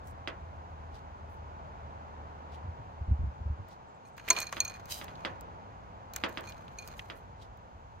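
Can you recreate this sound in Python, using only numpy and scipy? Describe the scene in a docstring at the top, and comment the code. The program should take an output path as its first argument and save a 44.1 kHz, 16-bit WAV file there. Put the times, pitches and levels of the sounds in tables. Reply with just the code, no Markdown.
"""A chipmunk rummages in a glass bowl of nuts and wrapped candy on a garden table. Nuts ring the glass
and clack together, wrappers snap, crinkle and slide, the bowl rocks. A second chipmunk scrambles past,
its footfalls thumping the table. Dry, hollow knocks sound nearby, over a far engine drone,
the hush of distant traffic and a faint bird."""
import sys
import numpy as np
from scipy import signal
from scipy.fft import rfft, irfft, next_fast_len
from scipy.io import wavfile
from scipy.ndimage import uniform_filter1d, map_coordinates

SR = 44100
rng = np.random.default_rng(int(sys.argv[2]) if len(sys.argv) > 2 else 0)


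def inscribe(sig):
    """Save sig as 16-bit PCM at rate SR to the path in sys.argv[1].

    A 1-D sig is mono; a 2-D sig holds one channel per row.
    Samples are clipped to [-1, 1] before scaling.
    """
    pcm = np.round(np.clip(np.atleast_2d(sig).T, -1, 1) * 32767)
    wavfile.write(sys.argv[1], SR, pcm.astype(np.int16))


N = 352800

# far and near sound: f/Hz, left-right likeness
FAR_LIKENESS = [(60, 0.93), (130, .85), (290, 0.42), (640, 0.74), (1400, 0.71), (2600, 0.36), (7000, 0.2),
                (12000, 0.44)]
NEAR_LIKENESS = [(150, 1), (700, .1), (1400, 0.24), (2400, 0.58), (4400, 0.067), (8000, 0.13),
                 (11500, 0.94)]
# background spectra: f/Hz, level/dB
ENGINE_SPECTRUM = [(20, -19), (35, 4), (55, 11), (75, 10.5), (105, 12.5), (130, -4), (200, -11.5),
                   (400, -49.5)]
TRAFFIC_SPECTRUM = [(76, -30.5), (130, -4), (199, -8), (310, -13), (357, -13), (653, -7.5), (914, -4),
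                    (1260, -12), (1530, -15.5), (1820, -22.5), (2510, -27.5), (3330, -34), (6540, -45),
                    (9000, -59), (11700, -88.5), (19800, -120)]
AIR_SPECTRUM = [(1000, -5.5), (3000, -2), (5300, -10.5), (6600, -6), (8300, -21.5), (13000, -24.5),
                (14500, -39.5)]
# background level curves: t/s, level/dB
RUMBLE_LEVEL = [(0, -50.5), (2.4, -53.5), (3.4, -52.5), (4, -63.5), (4.6, -54), (8, -54)]
TRAFFIC_LEVEL = [(0, -50.5), (2.7, -49), (4.15, -54), (5.3, -46.5), (5.8, -50.5), (6.5, -50), (7.2, -52.5),
                 (8, -54.5)]
# wrapper creases snapping: t/s, level/dB
SNAPS = [(0.073, -45), (3.686, -50), (4.1675, -49), (4.178, -42), (4.2874, -26), (4.3035, -21),
         (4.326, -33), (4.4025, -22.5), (4.523, -42), (4.6034, -25), (4.6489, -30), (4.8564, -38.5),
         (5.043, -34.5), (5.4094, -37), (6.136, -29), (6.1619, -19.5), (6.286, -43), (6.2924, -39),
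         (6.4078, -41), (6.4954, -39), (6.5027, -44), (6.8754, -31), (6.882, -39.5), (7.573, -56)]
# strokes of fur and paws: t/s, level/dB, f/Hz
BRUSHES = [(0.086, -66.5, 7900), (0.962, -63, 3700), (1.325, -76, 11010), (2.544, -62.5, 3400),
           (3.715, -64, 4035), (4.076, -74, 6500), (7.176, -72, 11000), (7.43, -63, 3600)]
# dry knocks: t/s, level/dB
KNOCKS = [(0.2748, -21), (4.5682, -25), (5.014, -29.5), (5.082, -35), (5.2497, -18.5), (6.2375, -14.5),
          (6.3733, -22.5), (7.1001, -27.5)]
# knocked object's modes: f/Hz, level/dB, t60/s
HOLLOW_MODES = [(345.3, -23.5, .22), (1216, -35, 0.15), (1820, -36, 0.12), (2660, -31, 0.11),
                (3300, -19, 0.069), (4890, -24, .05)]
# knock scatter spectrum: f/Hz, level/dB
SCATTER_SPECTRUM = [(110, -22), (220, -6.5), (340, -3), (430, -6), (650, -4), (790, -11.5), (1100, -6),
                    (1850, -8.5), (3300, -11), (3900, -16.5), (4850, -18), (5500, -22.5), (7400, -31),
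                    (13000, -46.5)]
# knock scatter decay: f/Hz, t60/s
SCATTER_DECAY = [(200, 0.19), (1000, 0.29), (2800, .15), (5000, 0.094), (10000, .08)]
# footfalls: t/s, level/dB
STEPS = [(2.636, -41.5), (2.673, -38.5), (2.786, -44.5), (3.003, -34.5), (3.075, -30), (3.103, -21.5),
         (3.187, -28.5), (3.225, -28.5), (3.263, -33.5), (3.398, -37.5), (3.45, -32), (3.494, -30.5),
         (3.584, -41.5)]
# table modes: ratio to pitch, level/dB, t60/s
TABLE_MODES = [(.58, -10, .1), (1, 8.5, .13), (1.55, 1.5, .08), (2.4, -4, 0.069), (3.5, -14, 0.085),
               (4.9, -24, .1)]
# bird calls: t/s, start f/Hz
BIRD_CALLS = [(3.87, 7800), (3.935, 7840), (4.05, 8800), (4.116, 8500)]
# nuts striking glass: t/s, high ring level/dB, low ring re high/dB
CLINKS = [(4.0521, -56, -5), (4.195, -52, -7), (4.3027, -9.5, -18), (4.306, -21.5, -3),
          (4.3648, -37.5, 7.5), (4.374, -38, -2), (4.3869, -31.5, 1.5), (4.415, -33.5, -2),
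          (4.4257, -30.5, -11), (4.4676, -35.5, -3.5), (4.6028, -13.5, -15), (4.6508, -29.5, -7),
          (4.6785, -31.5, -13), (4.6969, -39.5, -2.5), (4.739, -50.5, 6), (6.136, -44, -14.5),
          (6.4729, -47.5, 2), (6.4884, -44, -2.5), (6.7862, -35.5, -3), (6.8227, -48.5, 0)]
# bowl modes, some in close pairs: f/Hz, level/dB, free t60/s
GLASS_MODES = [(2435, -1, 0.12), (2380, -10.5, 0.044), (4180, -0.5, .055), (4284, -3, 0.1),
               (6416, -3, .032), (6476, 3, 0.045), (6600, -4.5, 0.021), (9020, -14.5, 0.04),
               (11900, -22, .03), (13390, -23.5, .03)]
# digging bouts: t/s, hold/s, scrape level/dB, crinkle level/dB
DIGS = [(4.175, 0.11, -57.5, -79), (4.281, .13, -41, -54.5), (4.527, 0.15, -51, -68),
        (4.744, 0.54, -62, -82), (6.146, 0.033, -51, -67), (6.299, 0.028, -59, -68),
        (6.44, 0.067, -54.5, -72.5), (6.58, 0.6, -68, -85), (6.779, 0.21, -63, -74)]
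# wrapper resonances: f/Hz, width/Hz, level/dB
FOIL_MODES = [(3110, 85, 2), (3940, 120, 2), (4870, 100, 3), (6100, 100, -2), (6600, 39, 0),
              (8660, 110, -11), (9180, 67, -17), (9860, 32, 0), (11900, 41, 1), (12400, 47, -10),
              (12900, 35, -7), (13700, 76, -11)]
# nuts and candy colliding: t/s, level/dB, f/Hz
CLACKS = [(4.18, -39.5, 1480), (4.197, -37.5, 1590), (4.2852, -22, 2200), (4.3024, -9.5, 6840),
          (4.3054, -9.5, 6900), (4.3062, -16.5, 1890), (4.33, -29, 5800), (4.3645, -26, 2950),
          (4.379, -29, 1300), (4.402, -24, 7600), (4.421, -31, 5640), (4.5265, -23.5, 1300),
          (4.526, -29, 6240), (4.6035, -23.5, 6400), (5.155, -43.5, 3730), (6.1615, -26.5, 6600),
          (6.163, -30, 1420), (6.522, -39, 3300), (6.68, -42.5, 3020), (6.94, -47, 2180),
          (6.9931, -27.5, 2340)]
# modes of the bowl rocking on the table: f/Hz, level/dB, t60/s
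ROCK_MODES = [(346.6, -40.5, .16), (425, -38, .17), (673, -34.5, .13), (1015, -22.5, 0.096),
              (1380, -31.5, .07), (2134, -27, 0.046)]
# wrapper and shell spectra: f/Hz, level/dB
SNAP_SPECTRUM = [(500, -13), (2000, -5), (6500, 4.5), (10000, -6), (12500, 1), (16000, 3)]
CRINKLE_SPECTRUM = [(2000, -24), (4000, -9.5), (6500, 3), (10000, -2.5), (13000, 1), (16000, -9)]
SLIDE_SPECTRUM = [(1500, -15), (2600, -6), (3100, -5), (5000, -4), (8000, -6), (13000, -10), (16000, -9)]
SCRAPE_SPECTRUM = [(200, -7.5), (600, -1.5), (1400, 1), (2800, -9.5), (5000, -14.5), (9000, -31.5)]
CHATTER_SPECTRUM = [(400, -12.5), (1300, 0), (3000, 0), (7000, -5.5), (9000, -8), (10300, -18.5),
                    (13000, -14.5), (16000, -20)]
# microphone port response: f/Hz, level/dB
PORT_RESPONSE = [(8500, 0), (9300, -1), (10100, -4.5), (11500, -0.5), (14000, -1), (15500, -2.5)]


def amp(db):
    """dB to gain."""
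    return 10 ** (np.asarray(db) / 20)


def unit(x):
    """Scale to rms 1."""
    return x / np.sqrt(np.mean(x ** 2) + 1e-20)


def along(points, hz):
    """Interpolate (f/Hz, value) points on a log axis."""
    f, v = np.transpose(points)
    return np.interp(np.log(hz + 1), np.log(f), v)


def level(rows):
    """Gain per sample from a (t/s, level/dB) curve."""
    return amp(np.interp(np.arange(N) / SR, *np.transpose(rows)))


def wobble(rate_hz):
    """Smooth random curve, rate_hz knots a second."""
    knots = rng.standard_normal(int(N * rate_hz / SR) + 4)
    return map_coordinates(knots, [np.arange(N) * rate_hz / SR])


def fade(t, t60_s):
    """Exponential decay."""
    return np.exp(-np.log(1000) * t / t60_s)


def swell(start_s, hold_s, attack_s, release_s):
    """Rise until start_s, hold, fall; attack and release span 60 dB."""
    t = np.arange(N) / SR - start_s
    return fade(np.maximum(-t, 0), attack_s) * fade(np.maximum(t - hold_s, 0), release_s)


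def filtered(x, response):
    """Apply a frequency response."""
    n = x.shape[-1]
    m = next_fast_len(n + 4096)
    return irfft(rfft(x, m) * response(np.fft.rfftfreq(m, 1 / SR)), m)[..., :n]


def coloured(x, spectrum):
    """Apply a (f/Hz, level/dB) spectrum; rms 1."""
    return unit(filtered(x, lambda hz: amp(along(spectrum, hz))))


def resonance(hz, centre_hz, q):
    """Response of one damped resonance."""
    return 1j * hz * centre_hz / q / (centre_hz ** 2 - hz ** 2 + 1j * hz * centre_hz / q)


def ringing(t, modes, jitter_rad):
    """Decaying modes, phase jittered per channel."""
    return sum(amp(db) * fade(t, t60_s) * np.sin(2 * np.pi * hz * t + rng.normal(0, jitter_rad, (2, 1)))
               for hz, db, t60_s in modes)


def noise(size, likeness):
    """White stereo noise with the given left-right likeness."""
    def blend(hz):
        angle = np.arccos(np.clip(along(likeness, hz), -1, 1)) / 2
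        return np.array([np.cos(angle), np.sin(angle)])
    mid, side = filtered(rng.standard_normal((2, size)), blend)
    return np.array([mid + side, mid - side])


def grains(rate_hz, scatter_db, bed, decay_s=.00073):
    """Tiny uneven contacts in clumps, on a bed of friction noise."""
    clumps_db = 3 * wobble(70)
    onsets = rng.random(N) < rate_hz / SR
    hits = onsets * amp(clumps_db + scatter_db * np.clip(rng.standard_normal(N), -2, 2))
    energy = signal.lfilter([1], [1, -np.exp(-1 / (decay_s * SR))], hits ** 2)
    return noise(N, NEAR_LIKENESS) * np.sqrt(energy / energy.mean() + bed ** 2)


def delay_left(pair, lag_s):
    """Left channel trails the right by lag_s."""
    return filtered(pair, lambda hz: np.exp(1j * np.pi * hz * lag_s * np.array([[-1], [1]])))


def add(track, at_s, sound):
    """Mix a sound into the track."""
    start = round(at_s * SR)
    sound = sound[..., max(-start, 0):]
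    part = track[:, max(start, 0):][:, :sound.shape[-1]]
    part += sound[..., :part.shape[1]]


def engine(firing_hz=81.2, sag_hz_per_s=2.6, leaves_s=3, fade_db_per_s=32):
    """A far engine's firing tone sags and fades as it draws away; rumble stays."""
    t = np.arange(N) / SR
    pitch_hz = firing_hz - sag_hz_per_s * t + .5 * wobble(6)
    tone_db = -52 - fade_db_per_s * np.maximum(t - leaves_s, 0)
    throb_db = 2.2 * wobble(14)
    tone = np.sqrt(2) * amp(tone_db + throb_db) * np.sin(2 * np.pi * np.cumsum(pitch_hz) / SR)
    rumble = level(RUMBLE_LEVEL) * coloured(noise(N, FAR_LIKENESS), ENGINE_SPECTRUM)
    return tone + rumble


def traffic(gain_db=1):
    """Distant traffic swells and ebbs."""
    gain = amp(gain_db + .4 * wobble(2.4)) * level(TRAFFIC_LEVEL)
    return gain * coloured(noise(N, FAR_LIKENESS), TRAFFIC_SPECTRUM)


def air(level_db=-73):
    """Faint, steady hiss."""
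    return amp(level_db) * coloured(noise(N, FAR_LIKENESS), AIR_SPECTRUM)


def snaps(gain_db=-1, rise_s=.0005, tick_t60_s=.007, shiver_t60_s=.035, shiver_db=-22):
    """A crease flips with a bright tick; the wrapper shivers briefly."""
    out, t = np.zeros((2, N)), np.arange(SR // 12) / SR
    envelope = (fade(t, tick_t60_s) + amp(shiver_db) * fade(t, shiver_t60_s)) * (1 - np.exp(-t / rise_s))
    for at_s, db in SNAPS:
        tick = filtered(noise(len(t), NEAR_LIKENESS), lambda hz: amp(along(SNAP_SPECTRUM, hz)))
        add(out, at_s, amp(db + gain_db) * tick * envelope)
    return out


def brushes(half_length_s=.031, q=1.1):
    """Fur and claws graze the wrappers in soft, gritty swells."""
    out, t = np.zeros((2, N)), np.arange(SR // 2) / SR
    grit = grains(rate_hz=500, scatter_db=2, bed=.8)
    envelope = np.exp(-((t - t.mean()) / half_length_s) ** 2)
    for at_s, db, pitch_hz in BRUSHES:
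        stroke = grit[:, round(at_s * SR):][:, :len(t)]
        hiss = unit(filtered(stroke, lambda hz: resonance(hz, pitch_hz, q) ** 2))
        add(out, at_s - t.mean(), amp(db) * hiss * envelope)
    return out


def knocks(low_hz=900, high_hz=3700, leak=.021, pulse_db=1.5, tail_db=-14):
    """A sharp pressure pulse, a short hollow ring, then dense scatter from the surroundings."""
    out, t = np.zeros((2, N)), np.arange(SR // 3) / SR
    surroundings = noise(len(t), NEAR_LIKENESS)  # common to all knocks
    blow = signal.lfilter(*signal.butter(1, low_hz, 'high', fs=SR), t == 0)
    pulse = signal.sosfilt(signal.butter(8, high_hz, fs=SR, output='sos'), blow)
    pulse += leak * signal.lfilter(*signal.butter(1, high_hz, fs=SR), blow)
    pulse = amp(pulse_db) * delay_left(np.array([pulse, pulse]) / np.abs(pulse).max(), lag_s=-.00006)
    ring = ringing(t, HOLLOW_MODES, jitter_rad=.69)
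    build_up = 1 - fade(t, t60_s=.005)
    for at_s, db in KNOCKS:
        scatter = coloured(surroundings + .5 * noise(len(t), NEAR_LIKENESS), SCATTER_SPECTRUM)
        hz, age_s, bands = signal.stft(scatter, SR, nperseg=256)
        bands *= fade(age_s, along(SCATTER_DECAY, hz)[:, None])
        tail = signal.istft(bands, SR, nperseg=256)[1][:, :len(t)]
        add(out, at_s, amp(db) * (pulse + build_up * (ring + amp(tail_db) * tail)))
    return out


def steps(gain_db=6, rise_s=.014, full_step_hz=71.2, toe_db=-36, toe_hz_per_db=4.5):
    """Soft footfalls shake the table; touches below toe_db sound higher."""
    out, t = np.zeros((2, N)), np.arange(SR // 2) / SR
    attack = 1 - np.exp(-(t / rise_s) ** 2)
    for at_s, db in STEPS:
        pitch_hz = full_step_hz + toe_hz_per_db * max(toe_db - db, 0)
        phases = rng.uniform(0, 2 * np.pi, (len(TABLE_MODES), 1, 1))
        phases = phases + rng.normal(0, .36, (len(TABLE_MODES), 2, 1))
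        thump = sum(amp(mode_db) * fade(t, t60_s) * np.sin(2 * np.pi * ratio * pitch_hz * t + phase)
                    for (ratio, mode_db, t60_s), phase in zip(TABLE_MODES, phases))
        add(out, at_s, amp(db + gain_db) * thump * attack)
    return out


def bird(gain_db=-77, length_s=.044, fall_hz=550):
    """Short, very high falling whistles, blurred by the hedge."""
    out, progress = np.zeros((2, N)), np.linspace(0, 1, int(length_s * SR))
    for at_s, start_hz in BIRD_CALLS:
        phase = 2 * np.pi * np.cumsum(start_hz - fall_hz * progress) / SR
        whistle = np.sin(np.pi * progress) * np.sin(phase)
        blur = unit(uniform_filter1d(rng.standard_normal((2, len(progress))), size=100, axis=1))
        add(out, at_s, amp(gain_db) * whistle * (.4 + .93 * blur))
    return out


def clinks(gain_db=-4, contact_s=.00066, spread_rad=.56, t60_share=.82):
    """Nuts ring the bowl; the landing spot sets the mode mix, candy leaning on the glass damps it."""
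    out, t = np.zeros((2, N)), np.arange(SR // 4) / SR
    hz, mode_db, free_t60_s = np.transpose(GLASS_MODES)[:, :, None]
    port_phase = np.multiply.outer([-1, 1], spread_rad * (hz < 10000))
    for at_s, db, low_db in CLINKS:
        mix_db = along([(2450, low_db + 4), (4250, .65 * low_db + 2), (6400, 0)], hz)
        strength = amp(db + gain_db + mode_db + mix_db + rng.normal(0, 1, hz.shape))
        phase = rng.uniform(0, 2 * np.pi, hz.shape) + port_phase
        loaded_hz = hz * (1 + rng.normal(0, .003, hz.shape))
        modes = strength * fade(t, free_t60_s * t60_share) * np.sin(2 * np.pi * loaded_hz * t + phase)
        add(out, at_s, modes.sum(axis=1) * (1 - np.exp(-t / contact_s)))
    return out


def scuffs(gain_db=-13, t60_s=.042):
    """Each nut skids and chatters against its neighbours as it meets the glass."""
    out, t = np.zeros((2, N)), np.arange(SR // 8) / SR
    chatter = coloured(grains(rate_hz=970, scatter_db=6, bed=.34), CHATTER_SPECTRUM)
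    for at_s, db, low_db in CLINKS:
        skid = chatter[:, round(at_s * SR):][:, :len(t)]
        add(out, at_s, amp(gain_db + db + max(low_db + 3, -8)) * skid * fade(t, t60_s))
    return out


def foil_ring(drive, q_scale=1):
    """Friction excites the wrapper's resonances; rms 1."""
    return unit(filtered(drive, lambda hz: sum(amp(db) * resonance(hz, f, q_scale * f / width_hz)
                                               for f, width_hz, db in FOIL_MODES)))


def glass_ring(drive, q=70, tilt_db_per_oct=-7):
    """Soft rubbing rings the bowl, favouring its lowest modes; rms 1."""
    def response(hz):
        return sum(amp(db + tilt_db_per_oct * np.log2(f / GLASS_MODES[0][0])) * resonance(hz, f, q)
                   for f, db, _ in GLASS_MODES)
    return unit(filtered(drive, response))


def rummage(foil_db=-4, glass_db=-9, uneven_db=3, paw_rate_hz=30):
    """Paws stir the candy: wrappers crinkle in fits, shells scrape the glass."""
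    scrape = crinkle = 0
    for at_s, hold_s, scrape_db, crinkle_db in DIGS:
        effort = swell(at_s, hold_s, attack_s=.04, release_s=.39)
        scrape += amp(scrape_db) * effort
        crinkle += amp(crinkle_db) * effort
    creases = grains(rate_hz=400, scatter_db=3.5, bed=.45) * amp(uneven_db * wobble(paw_rate_hz))
    wrappers = coloured(creases, CRINKLE_SPECTRUM) + amp(foil_db) * foil_ring(creases)
    rubbing = grains(rate_hz=370, scatter_db=2, bed=.3)
    shells = coloured(rubbing, SCRAPE_SPECTRUM) + amp(glass_db) * glass_ring(rubbing)
    return crinkle * wrappers + scrape * shells


def clacks(gain_db=-6, t60_at_1khz_s=.046):
    """Shells collide: a burst in one broad resonance, sharper and shorter for small hard candy."""
    out, t = np.zeros((2, N)), np.arange(SR // 8) / SR
    for at_s, db, pitch_hz in CLACKS:
        decay = fade(t, t60_at_1khz_s / (pitch_hz / 1000) ** .65)
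        q = 2 * (pitch_hz / 3700) ** .75
        shell = filtered(noise(len(t), NEAR_LIKENESS) * decay, lambda hz: resonance(hz, pitch_hz, q) ** 2)
        add(out, at_s, amp(db + gain_db) * unit(shell) * np.sqrt(np.mean(decay ** 2)))
    return out


def bowl_rock(at_s=4.3035, rise_s=.00061, gain_db=-1):
    """The animal's weight tips the bowl against the table."""
    out, t = np.zeros((2, N)), np.arange(SR // 3) / SR
    ring = ringing(t, ROCK_MODES, jitter_rad=.36)
    add(out, at_s, amp(gain_db) * ring * (1 - np.exp(-t / rise_s)))
    return out


def slide(at_s=4.912, attack_s=.066, drag_db=-44.5, jerk_db=-41.5, ring_db=-5, hiss_db=-2):
    """A wrapper sticks and slips under the paws, rasping in its own resonances."""
    slips = grains(rate_hz=1200, scatter_db=7, bed=.82)
    rasp = amp(ring_db) * foil_ring(slips, q_scale=1.7) + amp(hiss_db) * coloured(slips, SLIDE_SPECTRUM)
    drag = amp(drag_db) * swell(at_s, hold_s=.07, attack_s=attack_s, release_s=.2)
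    jerk = amp(jerk_db) * swell(at_s, hold_s=.0081, attack_s=attack_s, release_s=attack_s)
    return (drag + jerk) * rasp


def scene(pan_db=1):
    """Bowl, knocks and background lie to the right; steps and bird are centred."""
    near = clinks() + scuffs() + bowl_rock() + clacks() + snaps() + knocks()
    near += rummage() + slide() + brushes()
    centre = steps() + bird()
    background = delay_left(engine() + traffic() + air(), lag_s=.00043)
    return near * amp([[-pan_db], [pan_db]]) + centre + background


def record(dry, cutoff_hz=15900):
    """Microphone ports colour the treble; a steep low-pass limits the band."""
    heard = filtered(dry, lambda hz: amp(along(PORT_RESPONSE, hz)))
    return filtered(heard, lambda hz: 1 / (1 + (hz / cutoff_hz) ** 120))


dry = scene()
out = record(dry)
inscribe(out)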